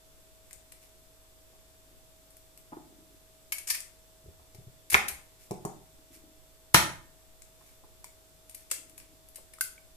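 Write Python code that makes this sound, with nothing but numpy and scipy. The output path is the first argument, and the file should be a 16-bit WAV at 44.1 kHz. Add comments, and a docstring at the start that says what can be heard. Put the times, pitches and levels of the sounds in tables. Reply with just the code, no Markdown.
"""Eggs are broken over a plastic bowl on a table in a small, hard-walled kitchen, heard close by in stereo.
Light cracks, brushing fingers and soft bumps lead to strong breaks near 3.5 and 5 s, knocks, the hardest blow near
6.7 s, then loosened chips and two more breaks. Cracks are runs of tiny fractures; blows ring bowl and table and
rebound once; shell hollows pop; the bowl's foot slips and groans. Room reflections follow each sound.
Air, a wavering appliance hum and a low rumble lie behind throughout."""
import sys
import numpy as np
from scipy import signal
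from scipy.fft import rfft, irfft
from scipy.io import wavfile
from scipy.ndimage import uniform_filter1d

SR = 44100
rng = np.random.default_rng(int(sys.argv[2]) if len(sys.argv) > 2 else 0)


def dump_mix(stems):
    """Bounce the given channels to the path in sys.argv[1] as a 16-bit WAV at rate SR."""
    frames = np.atleast_2d(stems).T  # one column per channel
    limited = np.clip(frames, -1, 1)  # hard clip at full scale
    pcm = np.round(limited * 32767).astype(np.int16)
    wavfile.write(sys.argv[1], SR, pcm)


N = 439236  # samples in the scene

# blows on bowl and table: [t/s, bowl strength before the contact filter/dB, contact hardness (low-pass edge)/Hz,
# table thud energy/dB, thud pitch/Hz]
BLOW_EVENTS = [ (1.533, -36, 1400, -54, 200), (2.721, -18.5, 904, -23, 160), (2.726, -19, 1380, -13.5, 305),
               (2.769, -20.5, 994, -15, 348), (4.242, -10.5, 202, -33, 69), (4.278, -23.5, 534, -19.5, 84),
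               (4.396, -32, 1300, -32, 70), (4.546, -26, 730, -24, 99), (4.584, -25, 393, -19.5, 131),
               (4.669, -25, 348, -19, 125), (4.924, -15, 1160, -17, 86), (4.945, 4, 2350, -14.5, 80.6),
               (5.12, -26, 300, -21, 68.7), (5.509, -2, 728, -9, 191), (5.650, -3.5, 1030, -10, 177),
               (6.745, 12.5, 3340, 4.5, 150.6), (7.611, -33.5, 1790, -47.5, 195),
               (7.838, -29.5, 1220, -50, 198), (8.716, -27.5, 1470, -25.5, 566),
               (9.384, -32, 1330, -34.5, 570)]
# colour of breaking or brushed shell: [f/Hz, level/dB]
SHELL_COLOUR = [(100, -29), (450, -33), (900, -16.5), (1400, -11), (2300, -1), (3400, -10), (4800, -5),
                (6300, -5.5), (8000, -3), (10500, -3.5), (14000, -5)]


def shells(rows, facet_db=5.5, facet_octaves=0.36, body_edge_hz=4000, size=1024):
    """Fractures radiate from the brittle shell, strongest where the broken facets resonate."""
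    # share of a crack's sideways lean taken by each pitch: [f/Hz, share]
    lean_share = [(2500, 0.042), (5000, 0.23), (9000, 1.03), (13500, 0.16)]
    # left minus right before that share; stronger cracks spread over the whole shell and lean less
    pan_db, pan_slope = 6, -0.2004  # slope in dB per dB of crack energy
    out, hz = np.zeros((2, N)), bins(size)
    body = 1 / (1 + (hz / body_edge_hz) ** 4)
    for s, db, ms, body_db, facet_hz in rows:
        octaves_off = np.log2((hz + 1) / facet_hz)
        facets = np.exp(-(octaves_off / facet_octaves) ** 2)
        colour = at(SHELL_COLOUR, hz) + body_db * body + facet_db * facets
        lean = (pan_db + pan_slope * db) * at(lean_share, hz) / 2
        left_and_right = [response(colour + lean), response(colour - lean)]
        crack = signal.fftconvolve(fractures(ms / 1000), left_and_right, axes=1)
        add(out, s, undb(db) * unit(crack))
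    return out


def fractures(length, per_s=3500, slow_s=.02, scatter_db=4.0, snap=2.1, start=0.49, growth=0.8, size=4096):
    """A first snap and a dying run of micro-fractures; each facet reaches the two sides with its own lag."""
    count = 400
    gap, lag = rng.random((2, count))
    strength = undb(scatter_db * rng.standard_normal(count)) * rng.choice([-1, 1], count)
    strength[0] = snap
    # a slow crunch breaks into separate grains
    gap_s = -np.log(1 - gap) / per_s * (1 + length / slow_s)
    when = np.cumsum(gap_s)
    when -= when[0]
    strength *= np.minimum(1, start + when / (growth * length))  # the crack gathers speed
    strength *= np.exp(-(when / length) ** 2)  # and runs out
    out = np.zeros((2, size))
    for side, delay in enumerate((0, 0.00037 * lag)):
        sample = ((when + delay) * SR).astype(int)
        np.add.at(out[side], np.minimum(sample, size - 1), strength)
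    return out


def chips(count=8):
    """Fingers loosen tiny chips at chance moments, given as rows for shells()."""
    # stretches of working at broken shell: [from/s, to/s]
    handling = [(0.801, 1.0), (2.299, 2.7), (8.2, 9.8)]
    per_s, chip_db, scatter_db, chip_ms, chip_hz = 2.2, -31, 2, 2.6, 9400
    rows = []
    for (start, end), draws in zip(handling, rng.standard_normal((len(handling), count, 2))):
        # one chip in each equal slot, at a chance place within it
        place = .5 + .5 * np.tanh(draws[:, 0])
        times = start + (np.arange(count) + place) / per_s
        for s, luck in zip(times, draws[:, 1]):
            if s < end:
                rows.append((s, chip_db + scatter_db * luck, chip_ms, 0, chip_hz))
    return rows


def pops(rise_s=0.00047):
    """The air in a shell's hollow gives a short pitched pop with one overtone."""
    # hollows ringing as they open or are struck: [t/s, energy of the main mode/dB, f/Hz, t60/s]
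    hollows = [(2.731, -15, 890, 0.025), (3.522, -8, 2230, 0.051), (3.707, -9, 1800, 0.028),
               (4.944, 15.5, 2235, 0.0058), (4.950, 8.5, 1495, 0.0034), (6.7475, 14, 1500, 0.0049),
               (8.043, -27.5, 976, .012), (8.715, -18.5, 1345, 0.0089), (9.585, -28.5, 1310, 0.012),
               (9.6097, -5.5, 1524, 0.036), (9.779, -29.5, 2270, 0.022)]
    overtone_ratio, overtone_db = 1.4, -11.5
    out = np.zeros(N)
    for s, db, hz, t60 in hollows:
        main = swell_ring(hz, t60, rise_s)
        overtone = swell_ring(hz * overtone_ratio, t60, rise_s)
        add(out, s, undb(db) * (main + undb(overtone_db) * overtone))
    return out


def blows(ring_db=-12, low_db=-17, knock_db=1.5, place_db=1, size=2048):
    """A blow and its rebound knock and ring the bowl and a few low modes; a softer contact leaves only the low
    modes."""
    # plastic bowl modes: [f/Hz, level/dB, t60/s]
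    bowl_modes = [(267, -23.5, 0.28), (323, -5.5, 0.12), (401.4, -12.5, 0.1), (557, -16, 0.32),
                  (591, -6.5, 0.23), (720, -8, 0.16), (873, 1.5, .12), (986, -7.5, 0.42), (1110, -16, 0.24),
                  (1215.6, -23.5, 0.24), (1350, -11, 0.25), (1450, -12.5, 0.15), (1650, -13, 0.52),
                  (1625, 5, 0.055), (1808, -10, 0.57), (1803, -6.5, 0.29), (1930, -7, 0.29),
                  (2300, -12, .12), (2672, -14, 0.17), (3014, -11.5, 0.1)]
    # low modes that ring under each blow: [f/Hz, level/dB, t60/s]
    low_modes = [(73.5, -0.5, 0.62), (132.2, -2, 0.22), (158.3, 7, 0.2)]
    # colour of the dry knock: [f/Hz, level/dB]
    knock_colour = [(25, -29), (60, -9.5), (150, -3.5), (300, -6.5), (450, -2), (680, -0.5), (880, 4.5),
                    (1600, -5.5), (2500, -3.5), (4000, 3), (14000, -31.5)]
    rebound_db = -2.5
    out, t = np.zeros(N), seconds(0.54)
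    body = undb(low_db) * ring(low_modes, t)
    body[:size] += undb(knock_db) * unit(response(at(knock_colour, bins(size))))
    modes = []
    for k, (hz, db, t60) in enumerate(bowl_modes):
        modes.append(undb(db) * (-1) ** k * ring([(hz, 0, t60)], t))
    modes = np.array(modes)
    # each place of contact favours other modes
    places = undb(place_db * rng.standard_normal((len(BLOW_EVENTS), 2, len(bowl_modes))))
    for (s, db, hard_hz, _, _), pair in zip(BLOW_EVENTS, places):
        contact = signal.butter(4, min(hard_hz, SR / 3), fs=SR, output="sos")
        for late, drop_db, place in zip((0, rebound(hard_hz)), (0, rebound_db), pair):
            bowl = undb(ring_db) * unit(place @ modes)
            struck = signal.sosfilt(contact, body + bowl)
            add(out, s + late, undb(db + drop_db) * struck)
    return out


def rebound(hard_hz):
    """Seconds until the bowl drops back; sooner after a harder contact."""
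    return 0.006604 * (1000 / hard_hz) ** 0.607  # 6.604 ms at a 1 kHz contact


def thuds(cycles=7, rise_s=0.0037, base_t60=.02):
    """The table swings a few times under each blow; the bowl's base booms as it drops back."""
    base_hz, base_db = 384, -5.5  # boom level is against the blow
    best_contact_hz, contact_octaves = 851, 1.7  # hardness that drives the base best, spread around it
    out, base = np.zeros(N), swell_ring(base_hz, base_t60, rise_s)
    for s, bowl_db, hard_hz, db, hz in BLOW_EVENTS:
        add(out, s, undb(db) * swell_ring(hz, cycles / hz, rise_s))
        drive = np.exp(-(np.log2(hard_hz / best_contact_hz) / contact_octaves) ** 2)
        add(out, s + rebound(hard_hz), undb(bowl_db + base_db) * drive * base)
    return out


def rubs(slips_per_s=220, foot_hz=305, foot_t60=0.057):
    """The bowl's foot sticks and slips on the table, with a low, soft groan."""
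    # the bowl shifting on the table: [t/s, length/s, level/dB]
    shifts = [(1.861, 0.166, -71), (2.785, 0.4, -63), (5.976, 0.072, -66), (6.105, 0.23, -62.5),
              (8.78, 0.52, -69.5)]
    out = np.zeros(N)
    foot = ring([(foot_hz, 0, foot_t60)], seconds(.1))
    for s, length, db in shifts:
        t = seconds(length)
        slips = (rng.random(len(t)) < slips_per_s / SR) * rng.standard_normal(len(t))
        groan = signal.fftconvolve(slips * np.sqrt(1 - t / length), foot)
        add(out, s, undb(db) * unit(groan) * np.sqrt(len(t)))
    return out


def brushes(grains_per_s=1500, size=1024):
    """Skin catches on the shell's grain in a run of tiny ticks that swells and fades."""
    # fingers brushing over shell: [t/s, length/s, level/dB]
    strokes = [(0.439, 0.13, -71), (0.785, 0.1, -64), (5.381, 0.1, -62), (6.107, 0.076, -58),
               (7.56, 0.23, -66), (8.511, 0.14, -62.5)]
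    out, shell = np.zeros((2, N)), response(at(SHELL_COLOUR, bins(size)))
    for s, length, db in strokes:
        t = seconds(length)
        ticks = (rng.random(len(t)) < grains_per_s / SR) * rng.standard_normal((2, len(t)))
        rustle = signal.fftconvolve(ticks * np.sin(np.pi * t / length), [shell], axes=1)
        add(out, s, undb(db) * unit(rustle) * np.sqrt(len(t)))
    return out


def from_left(x):
    """A source off to the left reaches the right side a little later."""
    # the work moves from the left to almost straight ahead: [t/s, lag of the right side/ms]
    side_lag = [(5.7, 0.3), (6.7, 0.17), (8.0, .04)]
    t = np.arange(N) / SR
    lag_s = np.interp(t, *np.transpose(side_lag)) / 1000
    return np.array([x, np.interp(t - lag_s, t, x)])


def kitchen(near_db=-6, near_s=0.0072, walls_db=-2, build_s=0.00057):
    """Quick reflections off bowl, hands and table, then the walls' tail, whose treble dies first."""
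    # kitchen reverberation: [f/Hz, t60/s]
    room_t60 = [(100, .58), (400, 0.45), (1400, 0.41), (4000, 0.34), (8000, 0.34), (14000, 0.18)]
    t = seconds(0.78)
    hz, field = bins(len(t)), diffuse(len(t))
    centres = 125 * 2. ** np.arange(8)  # octave bands
    tail = 0
    for centre, weights in zip(centres, np.eye(len(centres))):
        band = irfft(field * at(np.c_[centres, weights], hz), len(t))
        tail = tail + band * np.exp(-np.log(1000) * t / at(room_t60, centre))
    tail = even(tail) * (1 - np.exp(-t / build_s))  # the walls answer a little late
    tail *= t < .6
    # small nearby things reflect mostly short waves
    near = irfft(diffuse(len(t)) * hz / (hz + 2000), len(t))
    near *= np.exp(-t / near_s) * (t > .001)
    return undb(near_db) * unit(near) + undb(walls_db) * unit(tail)


def background(air_db=-59, waver_hz=.5, waver_db=1):
    """Still room air as coloured noise, and an appliance hum whose pitch and level waver slightly."""
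    # colour of the air: [f/Hz, level/dB]
    air_colour = [(12, -28), (20, -10), (75, -3.5), (104, -16.5), (122, -13.5), (156, -10), (206, -17),
                  (356, -11.5), (567, -16.5), (632, -16), (809, -19), (1160, -19), (1890, -22.5),
                  (3650, -21.5), (14000, -21)]
    # faint peaks in the hiss: [f/Hz, width/Hz, lift/dB]
    hiss_peaks = [(3530, 88, 6), (7710, 420, 4)]
    # appliance hum before its waver: [f/Hz, level/dB, phase between the sides/rad]
    hum_tones = [(47, -69, .3), (100.7, -74, .3), (151, -81.5, 0.33), (288, -80, 0.72), (639.7, -68, 0.69)]
    hz = bins(N)
    colour = at(air_colour, hz)
    for centre, width, db in hiss_peaks:
        colour = colour + db * np.exp(-((hz - centre) / width) ** 2)
    air = irfft(diffuse(N) * undb(colour), N)
    out = unit(air) * np.sqrt(N) * undb(air_db)
    for tone_hz, db, lag in hum_tones:
        phase = 2 * np.pi * np.cumsum(tone_hz + waver_hz * walk(4.9)) / SR
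        level = np.sqrt(2) * undb(db + waver_db * walk(9.1))
        out += level * np.sin([phase, phase - lag])
    return out


def rumble(db=-65, edge_hz=22, swell_db=3, swells_per_s=5):
    """A very low rumble, noise below a soft edge, that swells and sinks."""
    low = irfft(diffuse(N) / (1 + (bins(N) / edge_hz) ** 4), N)
    return unit(low) * np.sqrt(N) * undb(db + swell_db * walk(swells_per_s))


def undb(db):
    """Decibels to gain."""
    return 10 ** (np.asarray(db) / 20)


def at(points, hz):
    """Read (Hz, value) points on a log-frequency axis."""
    f, value = np.transpose(points)
    return np.interp(np.log(np.maximum(hz, 1)), np.log(f), value)


def bins(size):
    """Frequencies of a real transform in Hz."""
    return np.arange(size // 2 + 1) * SR / size


def seconds(length):
    """Time axis of a short sound."""
    return np.arange(int(length * SR)) / SR


def unit(x):
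    """Scale to unit energy, averaged over the channels."""
    return x / np.sqrt(np.mean(np.sum(x ** 2, axis=-1)))


def add(track, s, sound):
    """Mix a sound in at time s."""
    start = int(s * SR)
    sound = sound[..., :N - start]
    track[..., start:start + sound.shape[-1]] += sound


def response(db):
    """Causal, minimum-phase impulse response with the given gain in each bin."""
    cepstrum = irfft(np.log(undb(db)))
    half = len(cepstrum) // 2
    cepstrum[1:half] *= 2
    cepstrum[half + 1:] = 0
    return irfft(np.exp(rfft(cepstrum)))


def ring(modes, t):
    """Decaying modes of alternating sign, balanced by their dB; unit energy in all."""
    total = 0
    for k, (hz, db, t60) in enumerate(modes):
        mode = np.sin(2 * np.pi * hz * t) * np.exp(-np.log(1000) * t / t60)
        total = total + (-1) ** k * undb(db) * unit(mode)
    return unit(total)


def swell_ring(hz, t60, rise_s):
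    """One mode that takes a moment to get going; unit energy."""
    t = seconds(.2)
    return unit(ring([(hz, 0, t60)], t) * (1 - np.exp(-t / rise_s)))


def walk(rate):
    """Slow random wander with a spread near 1 and the given number of knots per second."""
    knots = rng.standard_normal(int(N / SR * rate) + 2)
    return np.interp(np.arange(N) / SR * rate, np.arange(len(knots)), knots)


def diffuse(size):
    """Spectrum of stereo noise from all around, the likeness of its sides set at each pitch."""
    # likeness of the two sides: [f/Hz, correlation]
    likeness = [(30, -0.028), (130, 0.4), (300, 0.47), (650, 0.772), (1200, -0.033), (2500, 0.015)]
    mid, side = rfft(rng.standard_normal((2, size)))
    alike = np.clip(at(likeness, bins(size)), -1, 1)
    return mid * np.sqrt(1 + alike) + np.array([[1], [-1]]) * side * np.sqrt(1 - alike)


def even(x, size=121):
    """Many paths together carry about the same energy at every pitch."""
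    spectrum = rfft(x)
    smooth_power = uniform_filter1d(np.abs(spectrum) ** 2, size)
    return unit(irfft(spectrum / np.sqrt(smooth_power), x.shape[-1]))


def scene(shell_room_db=0, pop_room_db=-5, bowl_room_db=0, thud_room_db=-4):
    """Shell, bowl and table sound directly and through the kitchen."""
    # shell fractures: [t/s, energy/dB, length/ms, body below 4 kHz/dB, pitch of the breaking facets/Hz]
    cracks = [ (.509, -26, 3.3, 12, 8200), (.530, -19, 1.7, -7, 8000), (.720, -22.5, 5.1, 6.5, 9500),
              (2.368, -28, 2, -6, 11000), (2.5757, -25, 1.04, -1, 12700), (3.522, -2, 6.6, 3, 12300),
              (3.583, -10.5, 6, 1.5, 9700), (3.672, -5, 33.5, -2, 7000), (3.690, -12.5, 9, 6, 6000),
              (3.701, 4, 10, -3.5, 4850), (3.745, -6, 10, 5.5, 10800), (3.805, -13.5, .5, -10, 8250),
              (4.547, -28, 5.8, 4, 5300), (4.900, -3.5, 12, -4.5, 10100), (4.917, 2, 22.7, 6, 10300),
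              (4.943, 4.5, 6, 15, 5800), (5.082, -2.5, 10.9, 3.5, 10900), (5.510, -17.5, 2, 0, 6200),
              (5.651, -15, 2.7, -5.5, 6560), (6.7405, 0, 4.2, -6, 12000), (6.7435, 16.5, 5.3, 3.5, 5480),
              (7.42, -24, 1.95, -2, 7250), (8.043, -18, 2.2, 0.5, 6980), (8.496, -22, 2.6, -1, 9800),
              (8.546, -15.5, 6.8, -4.5, 11200), (8.701, -22.5, 10, 4, 8700), (8.713, 0.5, 7.1, -0.5, 8000),
              (8.978, -19, 6.2, 1.5, 9800), (9.0, -26.5, 2.9, 9.5, 5990), (9.287, -28, 2, -7.5, 10800),
              (9.358, -16, 3.9, -6, 9870), (9.370, -28.5, 7.2, 4, 3000), (9.536, -23.5, 4.7, 9, 10000),
              (9.5865, -29.5, 1.9, -5, 8900), (9.6093, 2, 3.06, -7, 10900)]
    walls, air = kitchen(), background()
    hollow, bowl, table = pops(), blows(), thuds() + rubs()
    shell = brushes() + shells(cracks) + shells(chips())
    send = undb(shell_room_db) * shell + undb(pop_room_db) * hollow
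    send = send + undb(bowl_room_db) * bowl + undb(thud_room_db) * table
    room = signal.fftconvolve(send, walls, axes=1)[:, :N]
    return shell + from_left(hollow + bowl + table) + room + air + rumble()


def record(dry):
    """Soft saturation rounds the hardest peaks, then a steep low-pass cuts the top."""
    rounded = .85 * np.tanh(dry / .85)
    top_cut = signal.ellip(10, .2, 80, 14400, fs=SR, output="sos")  # edge in Hz
    return signal.sosfilt(top_cut, rounded)


dry = scene()
out = record(dry)
dump_mix(out)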